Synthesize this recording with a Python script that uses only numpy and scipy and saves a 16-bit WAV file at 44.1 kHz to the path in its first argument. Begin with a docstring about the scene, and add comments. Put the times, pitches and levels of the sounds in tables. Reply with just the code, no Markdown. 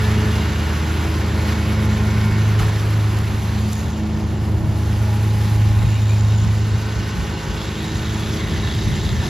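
"""Lawn tractor towing a leaf vacuum

A diesel tractor with a mower deck pulls a petrol-engined leaf vacuum round some trees, drawing away
and turning its sides to a stereo microphone. Blades, two exhausts and a pump hum over the clatter of
the diesel. Air rushes under the deck and up the hose, carrying dry leaves, dust and sticks.
Gusts buffet the microphone ports."""
import sys
import numpy as np
from scipy import signal
from scipy.fft import rfft, irfft, next_fast_len
from scipy.io import wavfile
from scipy.ndimage import uniform_filter1d, map_coordinates

SR = 44100
rng = np.random.default_rng(int(sys.argv[2]) if len(sys.argv) > 2 else 0)


def generate_wav(sig):
    """Save sig (samples, or channels by samples) to the path in sys.argv[1] as 16-bit PCM at SR."""
    pcm = np.round(np.clip(np.atleast_2d(sig).T, -1, 1) * 32767).astype(np.int16)
    wavfile.write(sys.argv[1], SR, pcm)


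N = 409688

# Blade passing rate, belted to the diesel: t/s, f/Hz
BLADE_RATE = [(0, 106.3), (1.2, 106.4), (2.7, 105.9), (4, 106.1), (5.8, 106.3), (7, 106.6), (8.3, 107.2),
              (9.29, 107.4)]


def blades():
    """Each blade tip thumps the air under the deck; the tones beat slowly and swell by turns."""
    low_levels = [(0, -18.5, -27, -53, -33), (.2, -19.5, -26, -39.5, -34), (.4, -23, -27.5, -40, -39.5),
                  (.8, -37, -34, -36, -42.5), (1.1, -27.5, -35, -31.5, -40.5),
                  (1.5, -24.5, -27.5, -36.5, -37.5), (1.9, -20.5, -23.5, -40, -41),
                  (2.4, -17.5, -27, -42, -44.5), (2.62, -18, -37, -41, -36.5), (2.9, -17, -40, -37.5, -45),
                  (3.15, -18.5, -34.5, -37.5, -46), (3.4, -22, -35.5, -49, -58),
                  (3.65, -21, -25.5, -52, -43), (3.88, -30, -33, -47, -50), (4, -29.5, -25.5, -34, -58),
                  (4.25, -24.5, -27.5, -36.5, -57), (4.6, -21.5, -32, -34, -56),
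                  (5.2, -17.5, -30.5, -43, -42), (5.65, -15.5, -33, -39.5, -55),
                  (5.95, -15.5, -37, -50, -50), (6.45, -15, -31.5, -44, -49.5),
                  (6.9, -21.5, -34.5, -44, -40), (7.3, -30, -36.5, -44, -44),
                  (7.8, -33.5, -34.5, -38, -42.5), (8.15, -25, -31.5, -35, -41.5),
                  (8.35, -27, -32.5, -34.5, -39), (8.6, -30, -37.5, -36.5, -46),
                  (8.9, -31, -33.5, -38, -44), (9.29, -27, -36, -47, -42)]  # t/s, level/dB of harmonics 1, 2, 3, 4
    fifth_level = [(0, -53), (.8, -58), (1.3, -47), (1.65, -39), (2, -45), (2.3, -55), (6.8, -56),
                   (7.5, -45), (7.9, -56), (8.25, -47), (8.7, -54), (9.29, -49)]  # harmonic 5: t/s, level/dB
    top_swells = {6: [(.1, .3, -47), (1.7, 0.32, -46.5), (2.6, .2, -52), (4, .3, -54), (4.68, .12, -46),
                  (5.1, .08, -44), (6.2, .2, -54), (8.3, .5, -52)], 7: [(4.55, 0.13, -49)],
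                  8: [(1.6, .5, -47), (4.9, 0.51, -47), (6.15, 0.093, -50)], 9: [(1.2, .6, -48),
                  (5.1, .2, -47), (7.4, 0.087, -47)], 10: [(.8, .6, -54), (5.8, .15, -47), (6.4, .25, -51),
                  (7.1, .15, -46.5)]}  # by harmonic number: t/s, spread/s, level/dB
    phase = turns(curves(BLADE_RATE)[0])
    low = sum(tone(k * phase, db, 0.75, 0.12) for k, db in enumerate(curves(low_levels), 1))
    low += tone(5 * phase, curves(fifth_level)[0], 1.1, .2)
    top = sum(tone(k * phase, swells(rows, rest_db=-59.5), 1.6, .3) for k, rows in top_swells.items())
    return low + top


def diesel():
    """Exhaust of three slightly unequal cylinders; returns the sound and the firing phase."""
    firing_level = [(0, -21.5), (1.5, -21), (2.1, -23.5), (2.7, -30), (3.4, -26), (4.1, -26.5),
                    (4.7, -23.5), (5.9, -28), (6.4, -25.5), (7.5, -34), (8.1, -30), (9.29, -27.5)]  # firing tone: t/s, level/dB
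    orders = [(2, -12), (5, -9.5), (7, -8), (9, -16.5), (12, -17), (13, -17), (14, -11), (15, -12.5)]  # multiple of the three-firing cycle, level/dB re second harmonic
    passes_per_firing = 1.351
    second_db = -35.5 + 2.7 * wobble(2.478)
    phase = turns(curves(BLADE_RATE)[0] / passes_per_firing)
    exhaust = tone(phase, curves(firing_level)[0], 0.41, 0.052) + tone(2 * phase, second_db, 1.6, 0.23)
    exhaust += sum(tone(k * phase / 3, second_db + db, 2.5, .3) for k, db in orders)
    return exhaust, phase


def clatter(phase):
    """Firings knock six resonances, loudest as the engine side faces the microphone."""
    # Modes of each part: f/Hz, width/Hz, level/dB
    cover = [(2834, 47, 5), (2420, 58, -8.5)]
    block = [(3390, 100, 3), (3670, 92, 1), (4250, 85, -11)]
    rattle = [(6990, 150, 16), (6430, 150, -18)]
    hood = [(1950, 51, -2), (2090, 47, -2)]
    tappet = [(3750, 100, 3), (3840, 85, -4)]
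    drone = [(1760, 31, 13), (1700, 30, 3), (1420, 46, -12)]
    parts = cover, block, rattle, hood, tappet, drone
    part_swells = ([(.4, 0.36, -39), (2.6, .1, -45), (5.95, 0.03, -40), (6.65, .15, -49),
                   (7.15, 0.32, -41.5), (8.1, .5, -48)], [(.4, .4, -45), (2.6, .1, -51), (7.66, .12, -40),
                   (7.92, .12, -44), (8.18, 0.13, -35), (8.45, 0.13, -37), (8.7, 0.054, -36),
                   (9.05, 0.054, -37), (9.22, .05, -39)], [(3.76, 0.075, -41), (6.2, 0.32, -42),
                   (7.6, .2, -48), (8.05, 0.16, -42), (9.05, 0.18, -55)], [(.45, .2, -40), (2.5, .2, -55),
                   (8.5, 0.12, -37), (8.75, 0.13, -39.5), (8.95, .1, -37), (9.13, .05, -37),
                   (9.25, .1, -36)], [(6.1, .35, -47), (7.68, 0.07, -42), (7.9, .15, -39.5),
                   (8.6, .08, -39), (8.85, 0.13, -38), (9.07, .1, -42), (9.25, 0.064, -39)],
                   [(.15, 0.29, -48), (2.7, 0.33, -39), (6, .6, -53), (8.66, .1, -37), (8.85, .12, -42),
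                   (9.03, .08, -42), (9.2, 0.092, -36)])  # per part: t/s, spread/s, relative level/dB
    rest_levels = (-50, -56, -52.5, -54, -60, -48.5)  # per part, between swells: relative level/dB
    unevenness = (.19, 0.15, 0.34, .19, 0.53, 0.6)  # per part: how much harder one cylinder knocks
    fired = np.diff(np.floor(phase / (2 * np.pi) + .008 * wobble(40)), prepend=0) > 0
    out = 0
    for modes, rows, rest_db, uneven in zip(parts, part_swells, rest_levels, unevenness):
        gate = np.exp(0.76 * np.cos(phase) + uneven * np.cos(phase / 3)) * amp(2.1 * wobble(30))
        blows = unit(fired * gate * amp(1.5 * rng.standard_normal(N)))
        bursts = unit(gate * rng.standard_normal((2, N)))
        knocks = bursts + 1.6 * np.array([blows, np.roll(blows, 150)])  # direct, scattered
        level_db = swells(rows, rest_db) - 4.5 + 0.66 * wobble(6.5)
        out += amp(level_db) * resonate(knocks, modes)
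    return out


def resonate(knocks, modes, soft_hz=7500):
    """Knocks ring a part's modes, softened above soft_hz; rms 1."""
    def response(hz):
        ring = sum(amp(db) * 1j * hz * width / (centre ** 2 - hz ** 2 + 1j * hz * width)
                   for centre, width, db in modes)
        return ring / (1 + 1j * hz / soft_hz) ** 4
    return unit(filtered(knocks, response))


def pump(phase):
    """The pump whines in step with the diesel, swelling as its side faces the microphone."""
    orders = (10.54, 19.17, 28.05, 13.33, 18.03, 23.33, 22.0)  # multiples of the firing rate
    tone_swells = ([(4.75, .25, -47), (5.5, 0.39, -37), (7.3, 0.2, -41)], [(.9, .3, -43), (2.2, 0.33, -39),
                   (7.15, 0.59, -40)], [(1.2, .1, -43), (1.6, 0.2, -36), (1.9, 0.089, -43),
                   (2.12, .06, -37), (2.3, 0.093, -36), (8.4, .5, -48)], [(.3, .3, -49), (1.9, 0.68, -40)],
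                   [(.8, 0.62, -42), (2.2, .2, -39)], [(1.4, 0.37, -48), (2.4, .15, -47)],
                   [(.06, 0.032, -32), (.27, .035, -35)])  # per tone: t/s, spread/s, relative level/dB
    return sum(tone(k * phase + .3 * wobble(35), swells(rows, -53) - 4.5, 1.6, 0.66)
               for k, rows in zip(orders, tone_swells))


def petrol(firing_hz=29.07):
    """The vacuum's one cylinder fires once in two turns; returns its tones and a pulsing gain."""
    shaft_level = [(0, -32), (1.5, -33), (3.3, -36), (5.8, -36.5), (6.4, -38.5), (7.9, -36.5), (8.8, -32),
                   (9.29, -31)]  # shaft tone: t/s, level/dB
    orders = [(3, -9), (4, 1.5), (5, 0.5), (6, -5.5), (7, -0.5), (8, -8.5), (9, -34), (10, -9.5),
              (12, -13.5), (13, -10.5), (14, -12.5)]  # exhaust tones: multiple of the firing rate, relative level/dB
    shaft_db, = curves(shaft_level)
    exhaust_db = shaft_db - 3.5
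    phase = turns(np.full(N, firing_hz))
    shaft = tone(2 * phase, shaft_db, 1.0, 0.18)
    exhaust = sum(tone(k * phase, exhaust_db + db, 1.7, 0.3) for k, db in orders)
    return shaft + exhaust, 1 + 0.087 * np.cos(phase)


def air(puffs):
    """Air roars under the deck and up the hose; leaves and dust crackle in it in clumps."""
    # The trailer shades the rush as the rig turns away: t/s, relative level/dB of hose, leaves, dust
    rush_levels = [(0, -32.5, -40, -47), (1.2, -34.5, -42.5, -48.5), (2.2, -34.5, -42.5, -49),
                   (3.3, -37, -44.5, -49.5), (3.6, -39, -43, -48.5), (3.78, -40.5, -44, -46.5),
                   (3.9, -43, -46, -53), (4.05, -43.5, -48, -57), (4.65, -44, -50, -52.5),
                   (4.9, -40.5, -45, -49), (5.5, -38.5, -44.5, -48), (6.3, -40.5, -43.5, -52),
                   (7.3, -37.5, -42, -52.5), (8.5, -37, -41.5, -51), (8.75, -39, -39.5, -50.5),
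                   (9.29, -40.5, -40.5, -50.5)]
    # Noise spectra: f/Hz, relative level/dB
    deck_spectrum = [(30, -25), (60, 10.5), (200, 7.5), (350, 6), (480, 1.5), (650, -0.5), (900, 0),
                     (1300, -9.5), (2200, -29), (5000, -120)]
    hose_spectrum = [(200, -120), (500, -35), (900, -1), (1300, 0), (1500, 2.5), (1650, -1.5), (1800, 0.5),
                     (2500, -4.5), (3500, -10), (5500, -20), (10000, -120)]
    leaf_spectrum = [(1500, -20), (2800, 0), (4000, -0.5), (5000, -1.5), (6000, -4), (7200, -4),
                     (8500, -16), (11000, -24), (16000, -60)]
    dust_spectrum = [(3000, -40), (5000, -8), (7500, -1), (9500, 4), (11000, -3), (12500, -2),
                     (14000, -2.5), (14700, -3), (15500, -20)]
    roar_lift, dust_lift = gulps()
    distance_db = -0.64 * np.minimum(np.arange(N) / SR, 5.9)  # the deck fades as the rig draws away
    hose_db, leaves_db, dust_db = curves(rush_levels) + np.array([roar_lift, .95 * dust_lift, dust_lift])
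    clumps = .4 * wobble(9) + 1.3 * wobble(25) + 1.1 * wobble(50)
    deck = amp(-29 + distance_db + roar_lift) * coloured(patchy(0.59), deck_spectrum)
    hose = amp(hose_db + 1.5 + 0.23 * clumps) * puffs * coloured(patchy(0.76), hose_spectrum)
    rustle = coloured(patchy(1.4) + 0.43 * crackle(2.6), leaf_spectrum)
    leaves = amp(leaves_db + 3.5 + 0.16 * clumps) * puffs * rustle
    hiss = coloured(patchy(.7) + 0.47 * crackle(3.5), dust_spectrum)
    dust = amp(dust_db + 2.5 + 0.83 * clumps) * hiss
    return deck + hose + leaves + dust


def gulps():
    """Clumps of leaves go up the hose and lift roar and dust, in dB: quick rise, slower fall."""
    clumps = [(1.49, 2, 3.5, 0.038, .05), (2.595, 4, 5.5, .005, 0.059), (2.668, 1.5, 3, .005, .04),
              (2.74, 0.5, 1.5, .023, 0.06), (3.43, -0.5, 1.2, .023, 0.027), (3.7, -0.5, 0.5, .023, .05),
              (4.8, 0, 1, .023, 0.056), (5.42, 0.5, 2, 0.029, 0.082), (8.33, 0, 3, 0.028, 0.055),
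              (9.25, 2.5, 3, 0.033, 0.051)]  # t/s, roar lift/dB, dust lift/dB, rise/s, fall/s
    t, lift = np.arange(N) / SR, np.zeros((2, N))
    for s, roar_db, dust_db, rise_s, fall_s in clumps:
        spread = np.where(t < s, rise_s, fall_s)
        lift += np.outer([roar_db, dust_db], np.exp(-((t - s) / spread) ** 2))
    return lift


def crackle(spread_db, per_s=1500):
    """Clicks of dry leaves; a few are much larger than the rest."""
    size = amp(spread_db * np.minimum(rng.exponential(size=(2, N)), 4.5)) * rng.standard_normal((2, N))
    return unit(size * (rng.random(N) < per_s / SR))


def twigs():
    """Twigs snap: a bright crack with a short tail."""
    snaps = [(1.0515, -31), (2.591, -25), (2.668, -30), (3.1877, -22), (3.256, -29), (3.3717, -30),
             (3.7236, -23), (3.7321, -15), (3.974, -32), (5.5473, -27), (6.8164, -31), (7.7882, -33),
             (7.955, -28), (8.1778, -30), (8.9553, -29)]  # t/s, relative level/dB
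    out, t = np.zeros(N + 512), np.arange(512) / SR
    for s, db in snaps:
        envelope = amp(db - 60 * t / .0015) + amp(db - 4 - 60 * t / .011)
        out[round(s * SR):][:512] += envelope * rng.choice([-1, 1], size=512)
    return filtered(out[:N], lambda hz: hz ** 2 / (hz ** 2 + 3000 ** 2) / (1 + (hz / 11000) ** 2))


def sticks():
    """Sticks knock along the hose."""
    knocks = [(2.593, 1841, -29), (2.604, 1195, -25), (2.613, 1485, -23), (2.618, 947, -25),
              (2.63, 1324, -22), (2.638, 1894, -29), (2.653, 904, -26), (2.681, 1668, -22),
              (2.698, 1000, -28)]  # t/s, f/Hz, relative level/dB
    return rings(knocks, t60_s=.015, attack_s=.0004)


def loose_metal():
    """Loose metal pings under the diesel's hardest knocks."""
    pings = [(5.714, 3768, -38), (5.79, 3746, -35), (5.868, 3736, -39), (5.958, 3736, -36),
             (5.981, 3746, -40), (6.02, 3725, -39), (6.108, 3736, -32), (6.147, 3736, -38),
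             (6.172, 3736, -40), (6.248, 3779, -37), (6.286, 3714, -39), (6.3, 3714, -37),
             (6.323, 3822, -38), (6.413, 3736, -37), (7.612, 3746, -37), (7.612, 3391, -31),
             (7.751, 3413, -35), (7.838, 3843, -35), (7.851, 3811, -35), (7.902, 3843, -32),
             (7.964, 3757, -32), (8.051, 3811, -30), (8.142, 3348, -32), (8.204, 3391, -34),
             (8.216, 3380, -34), (8.404, 3369, -33), (8.554, 3811, -33), (8.628, 3789, -32),
             (8.665, 3714, -31), (8.668, 3391, -33), (8.677, 2723, -29), (8.693, 3400, -33),
             (8.706, 3369, -30), (8.818, 3703, -32), (8.879, 3477, -31), (8.879, 3768, -33),
             (8.916, 3423, -31), (9.045, 3380, -33), (9.206, 3789, -32), (9.215, 3509, -33),
             (9.233, 3780, -33), (9.281, 3714, -33), (3.765, 6696, -40), (3.785, 6280, -41),
             (3.837, 6599, -38), (3.9, 6350, -38), (3.93, 5950, -40), (3.975, 7050, -39),
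             (7.793, 3830, -36), (8.081, 3563, -35), (8.178, 3509, -37), (8.329, 3445, -35),
             (8.792, 3822, -35), (9.017, 3692, -35), (6.376, 6901, -32), (6.413, 6912, -34),
             (7.788, 7040, -35), (7.967, 6793, -33), (8.178, 6944, -37), (8.316, 6987, -37),
             (8.957, 7041, -31), (9.032, 6998, -34)]  # t/s, f/Hz, relative level/dB
    return rings(pings, t60_s=0.052, attack_s=0.0022)


def squeaks(phase):
    """Short raspy squeaks that flutter with the firings."""
    chirps = [(5.86, .015, 2450, 0, -45), (5.975, 0.027, 2370, 3000, -42), (6.1, 0.015, 2400, 0, -41),
              (6.125, .015, 2450, 0, -41), (6.16, .035, 2450, 0, -44)]  # t/s, spread/s, f/Hz, rise/(Hz/s), relative level/dB
    t, out = np.arange(N) / SR, np.zeros(N)
    rasp = 1.2 * wobble(90)  # radians
    for s, spread, hz, rise, db in chirps:
        near = slice(round((s - 3 * spread) * SR), round((s + 3 * spread) * SR))
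        u = t[near] - s
        envelope = amp(db + 2.0) * np.exp(-(u / spread) ** 2)
        out[near] += envelope * np.sin(2 * np.pi * u * (hz + rise * u / 2) + rasp[near])
    return out * (1 + .8 * np.cos(phase)) * amp(2.0 * wobble(60))


def wind():
    """Lumpy buffeting right at the microphone, mostly common to both ports."""
    gusts = [(2.1, 0.37, -38), (3.2, .5, -38), (4.9, 1.1, -34), (7, 1.1, -43), (8.9, 0.56, -31.5),
             (2.62, 0.045, -27), (3.6, 0.28, -41), (3.88, .05, -38), (4.62, 0.14, -28.5), (5.35, 0.13, -44),
             (5.8, 0.17, -27), (6.25, .06, -35), (6.47, 0.049, -29.5), (6.75, 0.024, -26),
             (6.99, 0.029, -30), (7.19, .04, -29.5), (7.52, 0.042, -33), (8.55, 0.067, -31),
             (8.9, 0.069, -27), (9.13, 0.071, -26.5)]  # t/s, spread/s, relative level/dB
    spectrum = [(15, -40), (30, -11), (50, 4.5), (80, 3.5), (130, 0.5), (200, -2.5), (350, -34),
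                (1000, -120)]  # f/Hz, relative level/dB
    lumps = amp(2.2 * wobble(12)) * rng.standard_normal((2, N))
    common, side = amp(swells(gusts, -42.5) + 3.5) * coloured(lumps, spectrum)
    return common + thumps() + amp(-11) * np.array([side, -side])


def thumps(centre_hz=94, spread_s=0.01):
    """Single pushes of wind on the ports, each about one low cycle at a new pitch."""
    pushes = [(2.62, -17), (3.88, -16), (4.551, -13), (4.7, -15), (5.78, -11), (6.47, -14), (6.75, -11),
              (6.99, -16), (7.19, -18), (7.96, -15), (8.04, -17), (8.548, -11.5), (8.605, -17),
              (8.658, -18), (8.78, -15), (8.881, -13.5), (8.922, -12.5), (9.068, -15), (9.13, -15),
              (9.2, -14), (9.283, -15)]  # t/s, level/dB
    out, u = np.zeros(N), np.arange(-2048, 2048) / SR
    for (s, db), (bend, turn) in zip(pushes, rng.random((len(pushes), 2))):
        hz = centre_hz * (0.76 + bend / 2)
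        push = amp(db) * np.exp(-(u / spread_s) ** 2) * np.cos(2 * np.pi * (hz * u + turn))
        near = out[round(s * SR) - 2048:][:4096]
        near += push[:len(near)]
    return out


def ports(direct, scattered):
    """Direct sound mostly reaches the right port first; scattered sound differs between ports."""
    likeness = [(60, 1), (150, 1), (500, 0.87), (900, 0.92), (1200, 0.77), (1550, 0.3), (1900, 1),
                (2300, 0.99), (3500, 1), (4500, 1), (6000, 0.88), (8500, 1), (10000, 0.8), (12000, 1),
                (14000, .88), (15500, .97)]  # f/Hz, left-right coherence
    right_lead = [(0, 0), (200, .18), (1300, 0.32), (1700, -0.9), (3100, 0.72), (3900, 0), (5000, 0),
                  (5700, 1), (6600, 1), (7500, 2), (8300, 2.5), (8900, 3.5), (11100, 6), (12900, 6.5),
                  (14700, 9.5), (15600, 8.5)]  # f/Hz, phase/rad
    left_excess = [(100, -0.6), (250, -0.5), (400, 1), (550, -2.5), (850, 1.5), (1200, -0.5), (1800, -2.5),
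                   (2800, 0), (4000, -.1)]  # f/Hz, left minus right level/dB

    def response(hz):
        turn = np.arccos(np.clip(along(likeness, hz), 0, 1)) / 2
        shift = np.exp(.5j * np.interp(hz, *np.transpose(right_lead))) * amp(-along(left_excess, hz) / 2)
        return np.array([[np.cos(turn), np.sin(turn)] / shift, [np.cos(turn), -np.sin(turn)] * shift])
    return filtered(np.array([direct, scattered]), response).sum(axis=1)


def rings(rows, t60_s, attack_s):
    """Each strike rings one mode that dies quickly, its phase slightly rough."""
    out, t = np.zeros(N + 2048), np.arange(2048) / SR
    for (s, hz, db), rough in zip(rows, rng.standard_normal((len(rows), 2048))):
        envelope = amp(db + 3.0 - 60 * t / t60_s) * (1 - np.exp(-t / attack_s))
        out[round(s * SR):][:2048] += envelope * np.sin(2 * np.pi * hz * t + .02 * np.cumsum(rough))
    return out[:N]


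def tone(phase, db, waver_db, drift_rad):
    """A sine whose level wanders about db (rms) and whose phase drifts."""
    strength = np.sqrt(2) * amp(db + waver_db * wobble(7))
    return strength * np.sin(phase + drift_rad * wobble(5) + 2 * np.pi * rng.random())


def patchy(depth_db):
    """Direct and scattered white noise with patches of random gain in time and frequency."""
    spectra = signal.stft(rng.standard_normal((2, N)), nperseg=512)[2]
    patches = uniform_filter1d(rng.standard_normal(spectra.shape[1:]), size=8, axis=0)
    patches = uniform_filter1d(patches, size=10, axis=1)
    return signal.istft(spectra * amp(depth_db * unit(patches)), nperseg=512)[1][:, :N]


def swells(rows, rest_db):
    """Level in dB: bell-shaped swells over a resting level."""
    t = np.arange(0, N, 64) / SR
    bells = sum(amp(2 * db) * np.exp(-((t - s) / spread) ** 2) for s, spread, db in rows)
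    return np.interp(np.arange(N) / SR, t, 10 * np.log10(amp(2 * rest_db) + bells))


def wobble(rate):
    """A smooth random curve, rate knots a second."""
    at = np.arange(0, N + 64, 64)
    knots = rng.standard_normal(int(N * rate / SR) + 4)
    return np.interp(np.arange(N), at, map_coordinates(knots, [at * rate / SR]))


def turns(hz):
    """Running phase from a random start."""
    return 2 * np.pi * (np.cumsum(hz) / SR + rng.random())


def curves(rows):
    """One value per sample for each column after the time."""
    times, *columns = np.transpose(rows)
    return [np.interp(np.arange(N) / SR, times, column) for column in columns]


def coloured(x, spectrum):
    """x through a spectrum, rms 1."""
    return unit(filtered(x, lambda hz: amp(along(spectrum, hz))))


def filtered(x, response):
    """x through a complex frequency response."""
    size = next_fast_len(N + 8192)
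    return irfft(rfft(x, size) * response(np.fft.rfftfreq(size, 1 / SR)), size)[..., :N]


def along(points, hz):
    """Interpolate (f/Hz, value) points on a log axis."""
    freqs, values = np.transpose(points)
    return np.interp(np.log(hz + 1), np.log(freqs + 1), values)


def amp(db):
    return 10 ** (np.asarray(db) / 20)


def unit(x):
    return x / np.sqrt(np.mean(x ** 2) + 1e-20)


def scene():
    """The rig reaches the microphone directly and scattered; the wind strikes the ports themselves."""
    exhaust, firing_phase = diesel()
    whine = pump(firing_phase)
    knocks = clatter(firing_phase)
    tractor = exhaust + whine + squeaks(firing_phase) + loose_metal()
    putter, puffs = petrol()
    tones = tractor + putter + blades()
    direct, scattered = knocks + air(puffs)
    direct += tones + twigs() + sticks()
    scattered += 0.38 * np.roll(tones, 150)  # 3.4 ms late
    return ports(direct, scattered) + wind()


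def record(dry):
    """The recorder keeps nothing above its band limit."""
    return filtered(dry, lambda hz: hz < 15720)


dry = scene()
out = record(dry)
generate_wav(out)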